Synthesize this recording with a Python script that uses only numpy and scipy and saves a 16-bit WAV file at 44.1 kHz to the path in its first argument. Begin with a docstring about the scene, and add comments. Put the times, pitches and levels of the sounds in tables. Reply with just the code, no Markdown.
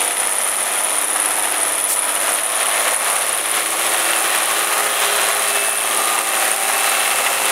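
"""A six-cylinder diesel tractor draws closer across an open field, dragging a plough through wet soil.
Each firing modulates the block's resonant rattle, and harmonics of the engine cycle form hum, drones and whines.
Gated narrow-band noise and frequency-modulated bursts make metallic chirps; one chirp tone rings on as a squeal.
Coloured noise makes the hiss of fan, intake and soil, and a brief spurt of it.
Damped bursts make the ironwork knock; low pulses and filtered noise make faint bumps and rumble."""
import sys
import numpy as np
from scipy import signal
from scipy.fft import rfft, irfft
from scipy.io import wavfile
from scipy.ndimage import uniform_filter1d

SR = 44100
rng = np.random.default_rng(int(sys.argv[2]) if len(sys.argv) > 2 else 0)


def dump(signal):
    """Clip the signal to [-1, 1] and save it as 16-bit WAV at the path in sys.argv[1]."""
    limited = np.clip(np.atleast_2d(signal).T, -1, 1)
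    pcm = np.round(limited * 32767).astype(np.int16)
    wavfile.write(sys.argv[1], SR, pcm)


N = 331191
T = np.arange(N) / SR  # time [s]
HZ = np.fft.rfftfreq(N, 1 / SR)  # frequency [Hz]

# Levels in the tables are relative: each source applies its own gain.
# faint rumble beneath the bumps: (frequency [Hz], level [dB per Hz])
RUMBLE_COLOUR = [(8, -4), (25, -4), (60, 2), (120, -9), (400, -50), (1000, -90)]
# soft low bumps: (time [s], peak [dB])
BUMPS = [(0.264, -48), (0.47, -63), (1.137, -62), (1.311, -60), (1.755, -59), (1.839, -61), (2.209, -58),
         (2.35, -64), (2.797, -58), (2.943, -56), (3.462, -62), (4.46, -60), (5.811, -57), (6.087, -60),
         (6.189, -57), (6.791, -57)]
# weaker bumps by chance: mean rate [1/s] and relative peak [dB]
WEAK_BUMPS_PER_S, WEAK_BUMP_DB = 3, -67
# brief spurt of hiss: (time [s], length [s], level [dB])
SPURT = (1.915, 0.067, -19)
# colour of the spurt: (frequency [Hz], level [dB per Hz])
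SPURT_COLOUR = [(2000, -30), (4000, -6), (5200, -4.5), (8500, 4), (12000, 3), (16000, -7)]
# knocks of the ironwork under load: (time [s], decay [s], thud [dB], clank [dB])
JOLTS = [(1.188, 0.004, -34, -19), (1.296, 0.004, -17, -34), (2.213, 0.005, -28, -24),
         (2.926, 0.0046, -16, -30), (3.098, 0.004, -32, -19), (4.1325, 0.003, -21, -11),
         (5.412, 0.004, -18, -26), (5.683, 0.004, -16, -32), (6.178, 0.008, -17, -16),
         (6.334, 0.003, -19, -16), (7.206, 0.005, -17, -28), (7.262, 0.005, -15, -12),
         (7.267, 0.006, -26, -13), (7.314, 0.005, -19, -30), (7.399, 0.004, -17, -32)]
# resonances of a knock, first the thud, then the clank: (frequency [Hz], width [Hz], level [dB])
IRON_MODES = [(781, 420, 1), (1960, 500, -4), (2780, 410, -3), (3330, 460, -9)]
# hiss of fan, intake and soil, from afar and close by: (frequency [Hz], level [dB per Hz])
HISS_FAR = [(2500, -18.5), (4600, -9.5), (5400, -2), (6800, 0.5), (8000, -0.5), (10000, 4.5), (12000, -1),
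            (13200, -6), (14500, -7), (16000, -19.5)]
HISS_NEAR = [(2500, -32), (4600, -3), (5400, -5), (6500, 1), (8000, 1.5), (10000, 5), (11600, 1.5),
             (13000, -3), (14000, -4), (16000, -7)]
# balance as the view turns from nose to flank: (time [s], hiss [dB], chirps [dB])
BALANCE = [(0.0, -9.5, 4), (2.0, -10.5, 4.5), (2.8, -11, 1), (3.7, -9.5, 0), (5.05, -10, -4.5),
           (5.7, -9, 1), (6.3, -9, -2.5), (7.5, -9, -4.5)]
# narrow squeal of the chirping metal as the flank passes: (time [s], pitch [Hz], level [dB])
SQUEAL = [(5.3, 9400, -60), (5.55, 9400, -32), (5.76, 9600, -28), (5.88, 9430, -39), (6.05, 9350, -29),
          (6.25, 9250, -40), (6.55, 9140, -31), (6.85, 9300, -42), (7.5, 9350, -35)]
# hardest single chirps: (time [s], peak [dB], pitch [Hz])
HARD_CHIRPS = [(0.169, -10, 9960), (0.2724, 0, 10400), (0.3232, -1, 9310), (0.606, -8, 9680),
               (1.043, -13, 9610), (1.2573, -4, 10000), (1.3059, -9, 10100), (1.3947, -7, 10100),
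               (1.8403, 0, 10130), (1.991, -4, 9500), (2.9437, -1, 10200), (3.109, -5, 9980),
               (3.3283, -2, 10100), (3.457, -2, 9400), (5.484, -7, 9550), (5.694, 0, 10100),
               (5.8097, -7, 9800), (5.9728, -5, 9670), (6.1888, -0.5, 9200), (6.5151, 0, 9300),
               (6.8957, -5, 9800), (7.1117, -4, 8850)]
# the chirps shift from far to near pitch as the tractor draws level: (start [s], end [s])
CHIRP_TURN_S = [3.7, 6.2]
# bright tick at the start of each chirp: (frequency [Hz], level [dB per Hz])
TICK_COLOUR = [(4000, -40), (7000, -21), (8400, -3), (9300, 0.5), (10300, 1.5), (11000, -5.5), (11700, -1),
               (12600, -8), (14000, -16), (16000, -24)]
# strokes in firing order: (knock [dB], thud [dB], chirp [dB], far pitch [Hz], near pitch [Hz],
# bright edge [dB], rebound [0-1])
CYLINDERS = [(-3, -2, -5, 10100, 9900, 0.5, 0.44), (-3, -4, 0, 9350, 9250, -6, 0.65),
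             (-3, -4, -6.5, 9800, 9400, 0.5, 0.4), (-3.5, 0, -5.5, 9900, 11000, -10.5, 0.15),
             (0, -7, -6, 10250, 10000, 2.5, 1), (-1, -8, -1, 10050, 9600, 0, 0.55)]
# gear and fan whines: (multiple of the cycle, wobble [turns], its curve of (time [s], level [dB]))
WHINES = [(21.97, 0.059, [(0, -50), (2.5, -54), (4.5, -43), (5.1, -37), (5.7, -37), (6.1, -40),
          (7.0, -41.5), (7.5, -42)]), (28.1, 0.05, [(0, -60), (2.2, -44), (2.7, -44), (4.0, -41),
          (4.5, -41), (4.8, -39.5), (5.8, -47), (7.3, -41), (7.5, -32)]), (43.42, 0.04, [(0.1, -34.5),
          (0.45, -48), (0.75, -38), (1.05, -43), (1.4, -35.5), (2.0, -50), (3.4, -44), (4.3, -36),
          (5.3, -42), (5.9, -38), (6.3, -32.5), (7.0, -33), (7.5, -37)]), (60, 0.15, [(0, -46), (0.7, -39),
          (1.6, -39.5), (2.0, -43), (2.8, -35), (3.6, -37), (4.05, -39), (4.35, -33.5), (4.8, -46),
          (6.4, -42), (6.8, -34), (7.5, -40)]), (66, 0.08, [(0, -54), (1.2, -43), (2.5, -47), (3.4, -43),
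          (4.1, -52), (4.4, -41), (4.8, -30), (5.5, -44), (6.15, -30.5), (6.35, -47), (7.5, -43)]),
          (143.5, 0.13, [(0, -60), (3.5, -52), (4.1, -32), (4.4, -41), (5.35, -40), (5.62, -27.5),
          (5.95, -39), (6.55, -35.5), (6.95, -30.5), (7.5, -35)]), (215, 0.18, [(0, -46), (3.7, -59),
          (4.2, -43), (4.45, -52), (5.25, -35.5), (5.7, -50), (6.05, -39.5), (6.4, -56), (6.9, -38),
          (7.5, -46)])]
# steady engine drones: (multiple of the cycle, its curve of (time [s], level [dB]))
DRONES = [(34, [(0, -48), (1.9, -46), (2.8, -41), (3.7, -44), (4.3, -49), (5.5, -40), (6.1, -50),
          (7.0, -44), (7.5, -45)]), (37, [(0, -48), (3.0, -44), (3.8, -52), (4.4, -37), (5.0, -36),
          (5.5, -39), (6.1, -32.5), (6.6, -43), (7.0, -39), (7.5, -45)]), (38, [(0, -63), (2.2, -52),
          (2.9, -43), (3.9, -54), (4.9, -52), (5.5, -37), (6.2, -44), (7.5, -42)]), (39.65, [(0, -54),
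          (0.45, -49), (0.75, -38), (1.2, -52), (1.6, -36), (2.0, -46), (3.4, -49), (4.3, -44), (5.2, -43),
          (5.8, -52), (7.5, -52)]), (40, [(0, -60), (2.2, -54), (2.8, -48), (3.4, -47), (4.1, -38.5),
          (4.7, -39), (5.3, -42), (5.6, -53), (7.5, -54)]), (41, [(0, -46), (0.75, -41), (1.1, -45),
          (2.2, -41), (3.7, -45), (4.05, -56), (5.2, -41), (5.8, -41), (6.4, -34), (7.1, -31.5),
          (7.5, -41)]), (42, [(0, -54), (2.9, -47), (3.4, -56), (4.5, -42), (5.2, -34), (5.8, -41),
          (6.15, -37), (7.5, -39)])]
# engine hum: multiples of the two-turn cycle [1], one for each row of HUM_LEVELS
HUM_MULTIPLES = [5.25, 6, 9, 12, 14, 18, 21, 24, 30, 33, 35, 36]
# levels of those multiples: (far [dB], midway [dB], near [dB])
HUM_LEVELS = [(-86, -71, -70), (-63.5, -62.5, -62.5), (-71, -60.5, -76), (-62, -60, -53.5),
              (-55, -68, -54.5), (-47, -45, -49), (-62, -54, -46), (-51, -44, -48.5), (-42, -49, -58),
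              (-48, -44, -46), (-54, -49, -43), (-57, -42.5, -42.5)]
# when the tractor is far, midway and near: (time [s])
HUM_TIMES = [0.72, 4.6, 5.6]
# clatter of the block, from afar and close by: (frequency [Hz], level [dB per Hz])
CLATTER_FAR = [(53, -53), (90, -29), (110, -32), (128, -46), (147, -25.5), (235, -17.5), (264, -17),
               (297, -11.5), (382, -10), (676, -1), (996, -0.5), (1070, -6), (1260, -0.5), (2780, -8),
               (5000, -15.5), (6500, -36), (11000, -120)]
CLATTER_NEAR = [(53, -66), (90, -32.5), (216, -17.5), (287, -14.5), (323, -11), (402, -7.5), (475, -11.5),
                (517, -1.5), (612, -2), (774, -2), (947, -2), (1200, -0.5), (1540, -1), (2730, -6),
                (5000, -14), (6500, -19.5), (11000, -120)]
# peaks and dips in the clatter's tone: (frequency [Hz], width [Hz], gain [dB])
PEAKS_AND_DIPS = [(717, 170, 0), (980, 290, -2), (1140, 150, 1.5), (1567, 350, -3.5), (1860, 260, 1.5),
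                  (3370, 770, 2.5), (4700, 480, -8)]
# upper edges of growl, thuds and clatter: (frequency [Hz])
REGION_EDGES = [720, 1250, 9000]
# crankshaft speed, sagging under load and picking up: (time [s], speed [rpm])
CRANK_SPEED = [(0.0, 1948.6), (0.26, 1956.6), (1.24, 2056.6), (1.94, 1987.4), (2.13, 1984.3),
               (2.54, 2170.6), (2.77, 2139.8), (2.97, 2189.0), (3.53, 2169.2), (3.8, 2250.3),
               (4.46, 2215.4), (4.8, 2257.1), (5.28, 2238.4), (5.65, 2196.8), (6.1, 2224.4), (6.49, 2192.4),
               (7.09, 2232.5), (7.51, 2208.2)]
# loudness of the whole sound, rising overall with brief dips: (time [s], level [dB])
LOUDNESS = [(0.03, -21.5), (0.14, -26.0), (0.21, -23.5), (0.35, -25), (0.8, -23.5), (1.06, -24.5),
            (1.2, -24.0), (1.65, -23.0), (1.9, -26), (2.21, -22.5), (2.3, -21), (2.38, -23.0),
            (2.44, -25.5), (2.6, -22.0), (2.93, -19.5), (2.97, -24.5), (3.08, -21.0), (3.21, -21.0),
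            (3.37, -25.0), (3.53, -22.5), (3.59, -20.5), (3.63, -24), (3.69, -22), (3.9, -20.5),
            (4.35, -20.0), (4.48, -21.5), (4.6, -19.5), (4.66, -21.5), (4.8, -19.0), (4.93, -21.0),
            (5.02, -19.0), (5.14, -19), (5.27, -19.0), (5.35, -21.5), (5.47, -20.5), (5.68, -22.5),
            (5.72, -25), (5.84, -23.0), (6.03, -20.5), (6.18, -22), (6.22, -24), (6.42, -19.0),
            (6.56, -22.5), (6.88, -19), (6.99, -21.0), (7.1, -19.0), (7.16, -20.5), (7.5, -20)]
# random flutter of the loudness: depth [dB rms] and highest rate [Hz]
FLUTTER_DB, FLUTTER_HZ = 0.66, 18
# share of the quick swells and dips of the level that the chirps follow [0-1]
CHIRP_FOLLOWS = 0.24
EDGE_HZ = 15750  # final low-pass edge [Hz]


def amp(db):
    """Logarithmic level: converts decibels to amplitude gain."""
    return 10 ** (np.asarray(db) / 20)


def unit(x):
    """Power normalization: scales a signal to rms 1."""
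    return x / np.sqrt(np.mean(x ** 2) + 1e-20)


def curve(rows, axis=1):
    """Linear interpolation: reads one table column at every sample."""
    rows = np.asarray(rows)
    return np.interp(T, rows[:, 0], rows[:, axis])


def colour(x, points):
    """Spectral shaping: weights a spectrum by (frequency [Hz], level [dB]) points, then normalizes it."""
    hz, db = np.transpose(points)
    gain = amp(np.interp(np.log(HZ + 1), np.log(hz), db))
    return unit(irfft(rfft(x) * gain, N))


def band(x, lo_hz, hi_hz):
    """Band-pass filtering: keeps the spectrum between two soft edges."""
    low_pass = 1 / (1 + (HZ / hi_hz) ** 10)
    high_pass = 1 - 1 / (1 + (HZ / lo_hz) ** 10)
    return irfft(rfft(x) * low_pass * high_pass, N)


def noise():
    """White noise: independent Gaussian samples."""
    return rng.standard_normal(N)


def drift(rate_hz):
    """Random modulation: sums 16 slow sines of random rate and phase, scaled to rms 1."""
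    grid = np.linspace(0, T[-1], num=1000)
    hz = rate_hz * rng.uniform(.2, 1, (16, 1))
    waves = np.sin(2 * np.pi * (hz * grid + rng.random(hz.shape)))
    return np.interp(T, grid, unit(waves.sum(0)))


def swell(s, length, db):
    """Amplitude envelope: a short rounded swell of level."""
    return amp(db) * np.exp(-np.minimum(abs(2 * (T - s) / length), 5) ** 4)


def warble(hz, width_hz):
    """Narrow-band noise: a complex random envelope, its peaks rounded off, shifts to a pitch curve."""
    fuzz = unit(band(noise(), 0.85, width_hz / 2)) + 1j * unit(band(noise(), 1, width_hz / 2))
    rounded = fuzz / np.sqrt(1 + abs(fuzz) ** 2)
    carrier = np.exp(2j * np.pi * np.cumsum(hz * np.ones(N)) / SR)
    return unit((rounded * carrier).real)


def tone(turns, db, waver_db, wobble, waver_hz=5, wobble_hz=15):
    """Amplitude and phase modulation: a sine fades and wobbles independently."""
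    level = amp(db + waver_db * drift(waver_hz))
    phase = turns + rng.random() + wobble * drift(wobble_hz)
    return np.sqrt(2) * level * np.sin(2 * np.pi * phase)


def view_colour(x, far, near):
    """Changing spectral balance: blends two colours as the tractor comes closer."""
    share = np.interp(T, [1.8, 4.1], [0, 1])
    return (1 - share) * colour(x, far) + share * colour(x, near)


def strokes(cycle, peak_at):
    """Cyclic phase: gives the nearest stroke's count, its cylinder, and the offset in strokes."""
    place = cycle * len(CYLINDERS) - peak_at
    count = np.round(place).astype(int)
    return count + 1, count % len(CYLINDERS), place - count


def scatter(count, spread_db):
    """Cycle-to-cycle variation: a bounded random gain for each stroke."""
    return amp(spread_db * np.clip(rng.standard_normal(count.max() + 1), -2, 2))[count]


def bumps(level_db=3, length=0.0045, floor_db=-83):
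    """Low pulses: soft Gaussian bumps, listed and random, over low-frequency filtered noise."""
    weak = [(s, WEAK_BUMP_DB) for s in np.cumsum(rng.exponential(1 / WEAK_BUMPS_PER_S, size=40))]
    pulses = sum(amp(db + level_db) * np.exp(-np.minimum(abs(T - s) / length, 10) ** 2)
                 for s, db in BUMPS + weak if s < T[-1])
    return pulses + amp(floor_db) * colour(noise(), RUMBLE_COLOUR)


def spurt():
    """Transient noise: one rounded swell of bright hiss."""
    return swell(*SPURT) * colour(noise(), SPURT_COLOUR)


def jolts(level_db=-2.0, attack=0.0015):
    """Damped impact: plough and linkage knock with a dull thud and a short clank."""
    s, decay, thud_db, clank_db = np.transpose(JOLTS)
    last = np.maximum(np.searchsorted(s, T) - 1, 0)
    age = np.maximum(T - s[last], 0)
    damping = np.exp(-np.clip((age - attack) / decay[last], 0, 20))
    blow = np.minimum(age / attack, 1) * damping
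    thud, *clank = [amp(db) * warble(hz, width) for hz, width, db in IRON_MODES]
    return amp(level_db) * blow * (amp(thud_db)[last] * thud + amp(clank_db)[last] * sum(clank))


def hiss(cycle, level_db=6.5, throb=0.58, spread_db=3):
    """Amplitude-modulated turbulence: broad noise puffs unevenly with the firing."""
    count, _, offset = strokes(cycle, 0.85)
    pulse = scatter(count, spread_db) * (1 + np.cos(2 * np.pi * offset))
    puffs = noise() * (3 + throb * pulse)
    return amp(level_db + curve(BALANCE)) * view_colour(puffs, HISS_FAR, HISS_NEAR)


def squeal(cycle, level_db=0.0, width_hz=420, throb=0.77):
    """Modulated narrow-band ringing: a thin, rough tone swells once in each engine cycle."""
    surge = unit(1 + throb * np.cos(2 * np.pi * (cycle - 0.33)))
    return amp(level_db + curve(SQUEAL, axis=2)) * surge * warble(curve(SQUEAL), width_hz)


def hard_chirps(level_db=-7.0, rise=0.001, length=0.0013):
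    """Frequency-modulated pulse: single chirps stand out in short Gaussian bursts."""
    s, db, hz = np.transpose(HARD_CHIRPS)
    nearest = np.searchsorted((s[1:] + s[:-1]) / 2, T)
    burst = amp(db[nearest] + level_db) * np.exp(-((T - s[nearest] - rise) / length) ** 2)
    pitch = hz[nearest] + 200 * unit(band(noise(), 0.94, 420))
    return burst * np.sin(2 * np.pi * np.cumsum(pitch) / SR)


def squeak(cycle, width=0.18, spread_db=3.0, near_rebound=0.51, rebound_after=0.43, rub=0.14):
    """Repeated excitation: narrow-band chirps at each stroke rebound once over a constant rub."""
    _, _, chirp_db, far_hz, near_hz, _, rebound = np.transpose(CYLINDERS)
    near = np.interp(T, CHIRP_TURN_S, [0, 1])
    count, cylinder, offset = strokes(cycle, 0.67)
    burst = np.exp(-(offset / width) ** 2) * amp(chirp_db)[cylinder] * scatter(count, spread_db)
    pitch = (1 - near) * far_hz[cylinder] + near * near_hz[cylinder]
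    first = burst * warble(pitch * (1 + 0.018 * noise()[count]), width_hz=600)
    # the rebound delay is a fraction of a stroke
    later = np.interp(cycle - rebound_after / len(CYLINDERS), cycle, burst * rebound[cylinder])
    later *= 1 - near + near * near_rebound
    rebound_hz = (9950 - 550 * near) * (1 + 0.0243 * drift(40))
    return first + (later + rub) * warble(rebound_hz, width_hz=1700)


def tick(cycle, width=0.17, spread_db=2.2):
    """Broadband onset: coloured noise sharpens each stroke, spreading wider and higher than the squeak."""
    bright_db = np.transpose(CYLINDERS)[5]
    count, cylinder, offset = strokes(cycle, 0.68)
    burst = np.exp(-(offset / width) ** 2) * amp(bright_db)[cylinder] * scatter(count, spread_db)
    return burst * colour(noise(), TICK_COLOUR)


def chirps(cycle, level_db=-2.0, edge_db=-7.5, near_edge_db=2.5):
    """Superposition: metallic squeaks and ticks add, the ticks standing out more from close by."""
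    tick_db = edge_db + near_edge_db * np.interp(T, [2.4, 4.2], [0, 1])
    metal = amp(level_db) * unit(squeak(cycle)) + amp(tick_db) * unit(tick(cycle))
    return amp(curve(BALANCE, axis=2)) * metal


def tones(cycle, swell_db, hum_db=-1.0, drone_db=-1.0, whine_db=0.0, follows=0.8):
    """Harmonic synthesis: hum, drones and whines follow multiples of the cycle and share the level's swells."""
    hum = sum(tone(k * cycle, np.interp(T, HUM_TIMES, db), waver_db=1.0, wobble=0.0018 * k)
              for k, db in zip(HUM_MULTIPLES, HUM_LEVELS))
    drone = sum(tone(k * cycle, curve(level), waver_db=0.8, wobble=0.025) for k, level in DRONES)
    whine = sum(tone(k * cycle, curve(level), waver_db=1.5, wobble=wobble)
                for k, wobble, level in WHINES)
    mix = amp(hum_db) * hum + amp(drone_db) * drone + amp(whine_db) * whine
    return mix * amp(follows * swell_db)


def rattle(cycle, repeat=0.52, change_hz=0.8006, clacks_per_s=900, clack_db=-2.0, spread_db=2.0):
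    """Partly periodic excitation: a slowly changing cyclic pattern joins noise and random clacks."""
    grid = np.linspace(0, 1, num=1200)  # phase within the cycle
    blend = np.array([drift(change_hz) for _ in range(5)])
    weights = blend / np.linalg.norm(blend, axis=0)
    pattern = sum(w * np.interp(cycle % 1, grid, rng.standard_normal(len(grid))) for w in weights)
    sizes = amp(spread_db * np.minimum(rng.exponential(1, N), 4))
    clacks = (rng.random(N) < clacks_per_s / SR) * np.sign(noise()) * sizes
    chance = unit(noise() + amp(clack_db) * unit(clacks))
    share = np.clip(repeat, 0, 1)
    return np.sqrt(share) * unit(pattern) / 2 + np.sqrt(1 - share) * chance


def peaks_and_dips(x, wander_db=1.0, wander_hz=2.21):
    """Parallel filtering: narrow bands are added or subtracted, and each peak or dip drifts at random."""
    change = 0
    for hz, width, db in PEAKS_AND_DIPS:
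        gain = amp(db + wander_db * drift(wander_hz)) - 1
        change = change + gain * signal.lfilter(*signal.iirpeak(hz, hz / width, SR), x)
    return x + change


def knocks(cycle, weight_db, peak_at=0.69, width=0.53, spread_db=2.5, flutter_db=0.52):
    """Periodic excitation: an uneven blow at each firing, with a random flutter of level."""
    count, cylinder, offset = strokes(cycle, peak_at)
    blow = np.exp(-(offset / width) ** 2) * amp(weight_db)[cylinder] * scatter(count, spread_db)
    return unit((1 + blow) * amp(flutter_db * drift(16)))


def block(cycle, growl_db=-11.0, clatter_db=-0.1):
    """Source and filter: the block colours the rattle; firing modulates its thuds and clatter."""
    knock_db, thud_db = np.transpose(CYLINDERS)[:2]
    body = view_colour(peaks_and_dips(rattle(cycle)), CLATTER_FAR, CLATTER_NEAR)
    below = [band(body, 20, hz) for hz in REGION_EDGES]
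    growl = below[0]
    thuds, clatter = np.diff(below, axis=0)
    knocking = thuds * knocks(cycle, thud_db) + clatter * knocks(cycle, knock_db)
    return amp(growl_db) * unit(growl) + amp(clatter_db) * unit(knocking)


def scene(engine_db=-0.74):
    """Synchronous superposition: engine parts share one four-stroke cycle, two crank turns long."""
    cycle = np.cumsum(curve(CRANK_SPEED)) / SR / 120  # rpm to accumulated two-turn cycles
    loudness = curve(LOUDNESS) + FLUTTER_DB * drift(FLUTTER_HZ)
    approach_db = uniform_filter1d(loudness, SR)  # one-second mean
    swell_db = loudness - approach_db
    roar = amp(swell_db) * (block(cycle) + hiss(cycle))
    roar += amp(CHIRP_FOLLOWS * swell_db) * chirps(cycle)
    engine = amp(engine_db + approach_db) * roar
    engine += tones(cycle, swell_db) + hard_chirps() + squeal(cycle)
    return (band(engine + jolts(), 70, 20000) + spurt() + bumps())[None]


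def record(dry):
    """Band limitation: a symmetric FIR low-pass removes the highest treble."""
    low_pass = signal.firwin(511, EDGE_HZ, window=("kaiser", 9), fs=SR)
    return signal.oaconvolve(dry, low_pass[None], "same")


dry = scene()
out = record(dry)
dump(out)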